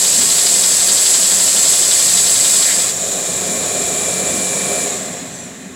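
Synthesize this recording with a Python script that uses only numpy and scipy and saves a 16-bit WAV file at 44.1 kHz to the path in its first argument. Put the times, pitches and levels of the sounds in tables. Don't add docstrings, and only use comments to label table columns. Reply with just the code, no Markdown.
import sys
import numpy as np
from scipy import signal
from scipy.fft import rfft, irfft, next_fast_len
from scipy.io import wavfile

SR = 44100
rng = np.random.default_rng(int(sys.argv[2]) if len(sys.argv) > 2 else 0)


def dump(signal):
    limited = np.clip(np.atleast_2d(signal).T, -1, 1)
    pcm = np.round(limited * 32767).astype(np.int16)
    wavfile.write(sys.argv[1], SR, pcm)


N = 253575
TIME = np.arange(N) / SR
EASE_S, RELEASE_S, SWITCH_OFF_S = 2.58, 2.9, 4.835

# f/Hz, level/dB
HOSE_SPECTRUM = [(1500, -34.5), (3000, -22), (3800, -11.5), (4800, -17), (5800, -14), (6400, -12.5),
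                 (6900, -1.5), (7900, -3), (8500, -15), (9300, -12), (10500, -20), (11500, -23),
                 (13500, -26), (16000, -31)]
# f/Hz, width/Hz, lift/dB
HOSE_CROSS_MODES = [(3400, 280, 1.7), (4180, 46, 3.2), (5470, 79, 3.6), (6000, 58, 4), (7000, 39, 2),
                    (7505, 55, 6.9), (7740, 71, 2.8), (8540, 90, 5.4), (10300, 43, 2.3), (9960, 51, 4)]
# f/Hz, level/dB
DRONE_SPECTRUM = [(25, -50), (50, -37), (80, -8.5), (150, -22), (185, 0.5), (215, -1), (270, 1), (320, -18),
                  (385, -8.5), (460, -17), (600, -39), (2000, -56)]


def brick_engine(throttle_db=-13.5, ease_db_per_s=12.5, gap_db=1.5, port_db=-12.9, thump_db=-32):
    # f/Hz, level/dB
    gap_spectrum = [(700, -27.5), (1500, -27), (2800, -23), (3600, -17.5), (4700, -13), (5800, -15),
                    (6600, -10.5), (7700, -3.5), (8400, -9.5), (9100, -11.5), (10000, -18.5), (12000, -23),
                    (14000, -28.5), (16000, -31)]
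    port_spectrum = [(1000, -12), (2600, -13.5), (3300, -4), (4100, -2.5), (5200, -3), (6500, -14.5),
                     (10000, -19), (15000, -27)]
    thump_spectrum = [(20, -16), (35, -9), (58, 3), (100, -24), (200, -13), (550, 0), (900, -2),
                      (3000, -42)]
    # f/Hz, width/Hz, lift/dB
    gap_modes = [(7540, 420, 1.5), (7880, 110, 5.5), (4560, 200, 1), (4680, 140, -2), (5900, 91, 1.5),
                 (1857, 46, 6.5)]
    # phase/turns, width/turns, level/dB
    puffs = [(.36, .06, 0), (.49, .08, -2.5), (.68, .06, -4)]
    turns = crank_turns()
    flow = from_db(throttle_db - ease_db_per_s * easing_s())
    leak_db = .3 * np.cos(2 * np.pi * (turns - .87)) + .5 * drift(45)
    gaps = air(gap_spectrum, gap_modes) * from_db(gap_db + leak_db)
    valve = rms_one(sum(from_db(db) * stroke(turns, at, width) for at, width, db in puffs))
    ports = from_db(port_db + 1.1 * drift(12)) * valve * air(port_spectrum)
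    piston = air(thump_spectrum) * stroke(turns, at_turns=.2, width_turns=.035)
    return flow * (gaps + ports) + piston * from_db(thump_db)


def open_hose(suction_db=-19.5, flutter_db=.4, surge_db=.1, dull_hz=8500):
    hiss = air(HOSE_SPECTRUM, HOSE_CROSS_MODES)
    dull = signal.sosfiltfilt(signal.butter(2, dull_hz, fs=SR, output="sos"), hiss)
    brightness = coasting() ** 1.3
    gain = from_db(suction_db + flutter_db * drift(52) + surge_db * drift(5)) * coasting() ** 3.67
    return (dull + brightness * (hiss - dull)) * gain


def hose_roar(lumpy_db=1.15):
    # f/Hz, level/dB
    spectrum = [(100, -43), (200, -20), (315, -6.5), (380, -1), (460, -2.5), (540, 1.5), (600, -1),
                (720, -3.5), (790, -6.5), (900, -17), (1200, -11), (2000, -29), (8000, -65)]
    # f/Hz, width/Hz, lift/dB
    pipe_modes = [(407, 26, 5), (440, 20, 2), (535, 45, 3), (624, 20, 6), (702, 20, 4.5), (836, 25, 5)]
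    gain = flow_gain(choked_db=-33, free_db=-25.4, speed_power=3.3, choke_power=.65)
    return gain * from_db(lumpy_db * drift(37)) * air(spectrum, pipe_modes)


def fan_shriek(choked, gain_db=.7, throb_db=2, unchoke_loss_db=44):
    # f/motor speed, level/dB
    orders = [(10, -45), (18, -30.5)]
    tones = fan_tones(orders, wobble=.0011, waver_db=3, waver_hz=28)
    throb = np.cos(2 * np.pi * crank_turns())
    return tones * choked * from_db(gain_db + throb_db * throb - unchoke_loss_db * (1 - motor_choke()))


def fan_whine(choked):
    # f/motor speed, level/dB, loss when choked/dB
    orders = [(4, -32.5, 21), (12, -36, 10), (16, -24.5, 29), (20, -44, 6), (24, -54, 6)]
    settling = [(order, db - loss_db * np.sqrt(motor_choke())) for order, db, loss_db in orders]
    return fan_tones(settling, wobble=.0007, waver_db=1.5) * (1 - choked) * driven()


def fan_run_down():
    # f/motor speed, relative level/dB
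    orders = [(4, -15.5), (12, -36), (16, -28.5), (20, -33), (26, -36), (28, -36)]
    # f/Hz, half width/Hz, gain/dB
    criticals = [(540, 36, 3), (428, 10, -4), (382, 12, 0), (361, 8, -5)]
    tones = fan_tones(orders, wobble=.002, waver_db=2)
    shake = sum(from_db(db) * bell(motor_hz(), hz, width_hz) for hz, width_hz, db in criticals)
    return reflections(coloured(tones * (1 - driven()) * shake, HOSE_SPECTRUM, HOSE_CROSS_MODES))


def cleaner_body(choked, held_db=-30.5, swell_db_per_s=10):
    # f/Hz, level/dB
    spectrum = [(600, -3), (950, -2), (1300, -6), (1520, -1.5), (1750, -0.5), (2200, 0), (2500, -1.5),
                (2800, -4.5), (4000, -3), (4800, -13), (7000, -2), (15000, -22.5)]
    # f/Hz, width/Hz, lift/dB
    modes = [(1098, 30, 8), (1212, 33, 6), (1390, 40, 3), (1700, 60, 5), (1840, 60, 3), (2460, 60, 6)]
    held = from_db(held_db + swell_db_per_s * easing_s())
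    released = flow_gain(choked_db=-35, free_db=-28.4, speed_power=2.17, choke_power=.6)
    return (choked * held + (1 - choked) * released) * air(spectrum, modes)


def hose_rumble(gust_db=2.5, boom_half_s=.056):
    # f/Hz, level/dB
    rumble_spectrum = [(15, -50), (30, -49), (58, -13), (95, -18), (135, -8.5), (185, -2.5), (230, -8),
                       (280, 0), (315, -23), (500, -32), (2000, -73)]
    gust_spectrum = [(20, -48), (40, -35), (60, -22), (85, 2), (130, -2), (165, 2), (225, -9), (280, -5.5),
                     (315, -5.5), (500, -27), (2000, -60)]
    # f/Hz, width/Hz, lift/dB
    modes = [(188, 22, 7)]
    # t/s, level/dB
    peaks = [(.21, -30.5), (3.53, -31), (4.35, -25.5)]
    rumble = flow_gain(choked_db=-38, free_db=-32, speed_power=1.8) * air(rumble_spectrum, modes)
    gust_gain = flow_gain(choked_db=-46.5, free_db=-39.5, speed_power=1.4)
    gusts = gust_gain * from_db(gust_db * drift(2.3)) * air(gust_spectrum)
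    booms = sum(from_db(db) * bell(TIME, at_s, boom_half_s) for at_s, db in peaks) * air(DRONE_SPECTRUM)
    return rumble + gusts + booms


def casing_drone(level_db=-36, rise_s=.15):
    # f/Hz, width/Hz, lift/dB
    modes = [(1800, 100, 40), (1880, 60, 55)]
    onset = np.clip((TIME - SWITCH_OFF_S) / rise_s, 0, 1)
    return onset * from_db(level_db) * coasting() ** .3 * air(DRONE_SPECTRUM, modes)


def throttle_scuff(at_s=2.7, half_s=.055, hz=1900, width_hz=800, level_db=-27):
    rub = resonate(resonate(rng.standard_normal(N), hz, width_hz), hz, width_hz)
    return rms_one(rub) * from_db(level_db) * bell(TIME, at_s, half_s)


def reflections(x, echo_db=-10, t60_s=.09, lowest_hz=900):
    t = np.arange(round(SR / 5)) / SR
    echoes = rng.standard_normal(len(t)) * from_db(-60 * t / t60_s) * (t > .002)
    echoes = signal.sosfilt(signal.butter(2, lowest_hz, "high", fs=SR, output="sos"), echoes)
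    wet = signal.fftconvolve(x, echoes / np.linalg.norm(echoes))[:N]
    return (x + from_db(echo_db) * wet) / np.sqrt(1 + from_db(2 * echo_db))


def crank_turns():
    # t/s, f/Hz
    speeds = [(0, 12), (.45, 12), (.55, 11.8), (1.62, 11.8), (1.72, 11.53), (2.05, 11.5), (2.2, 10.9),
              (2.4, 11), (2.55, 11.6), (2.95, 11)]
    crank_hz = np.interp(TIME, *np.transpose(speeds))
    return .756 + np.cumsum(crank_hz) / SR


def stroke(turns, at_turns, width_turns):
    return np.exp((np.cos(2 * np.pi * (turns - at_turns)) - 1) / (2 * np.pi * width_turns) ** 2)


def easing_s():
    return np.maximum(TIME - EASE_S, 0)


def motor_choke(settle_s=.4):
    return 1 / (1 + (easing_s() / settle_s) ** 2.6)


def coasting(half_speed_s=.99):
    return 1 / (1 + np.maximum(TIME - SWITCH_OFF_S, 0) / half_speed_s)


def driven():
    return coasting() ** 25


def motor_hz(choked_hz=618.1, free_hz=587.4):
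    return (free_hz + (choked_hz - free_hz) * motor_choke()) * coasting()


def fan_tones(orders, wobble, waver_db, waver_hz=18):
    angle = 2 * np.pi * np.cumsum(motor_hz() * (1 + wobble * drift(25))) / SR
    return np.sqrt(2) * sum(np.sin(round(order) * angle) * from_db(db + waver_db * drift(waver_hz))
                            for order, db in orders)


def flow_gain(choked_db, free_db, speed_power, choke_power=1):
    level_db = free_db + (choked_db - free_db) * motor_choke() ** choke_power
    return from_db(level_db) * coasting() ** speed_power


def air(spectrum, modes=()):
    return rms_one(coloured(rng.standard_normal(N), spectrum, modes))


def coloured(x, spectrum, modes):
    size = next_fast_len(N + SR // 4)
    hz = np.maximum(np.fft.rfftfreq(size, 1 / SR), 1)
    points_hz, db = np.transpose(spectrum)
    skirts = 1 / np.sqrt((1 + (points_hz[0] / 2 / hz) ** 4) * (1 + (hz / 2 / points_hz[-1]) ** 4))
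    gain = from_db(np.interp(np.log(hz), np.log(points_hz), db)) * skirts
    broad = irfft(rfft(x, size) * gain, size)[:N]
    return broad + sum((from_db(lift) - 1) * resonate(broad, f, width) for f, width, lift in modes)


def resonate(x, hz, width_hz):
    r = np.exp(-np.pi * width_hz / SR)
    feedback = [1, -2 * r * np.cos(2 * np.pi * hz / SR), r * r]
    return signal.lfilter(np.array([1, 0, -1]) * (1 - r * r) / 2, feedback, x)


def drift(rate_hz):
    hop, warm_up = 40, 2000
    r = np.exp(-2 * np.pi * rate_hz * hop / SR)
    noise = rng.standard_normal(N // hop + warm_up + 2)
    slow = signal.lfilter([1], [1, -2 * r, r * r], noise)[warm_up:]
    return np.interp(np.arange(N) / hop, np.arange(len(slow)), rms_one(slow))


def bell(x, centre, half_width):
    return np.exp(-((x - centre) / half_width) ** 2)


def from_db(db):
    return 10 ** (np.asarray(db) / 20)


def rms_one(x):
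    return x / np.sqrt(np.mean(x ** 2) + 1e-20)


def scene(changeover_s=.016):
    choked = .5 - .5 * np.tanh((TIME - RELEASE_S) / changeover_s)
    flow = np.sqrt(choked) * brick_engine() + np.sqrt(1 - choked) * open_hose()
    cleaner = hose_roar() + cleaner_body(choked) + hose_rumble() + casing_drone()
    noises = reflections(flow + cleaner + throttle_scuff())
    fan = fan_shriek(choked) + fan_whine(choked) + fan_run_down()
    return np.tile(noises + fan, (2, 1))


def record(dry, cutoff_hz=15800):
    lowpass = signal.ellip(12, .1, 90, cutoff_hz, fs=SR, output="sos")
    return signal.sosfilt(lowpass, np.clip(dry, -.9, .9))


dry = scene()
out = record(dry)
dump(out)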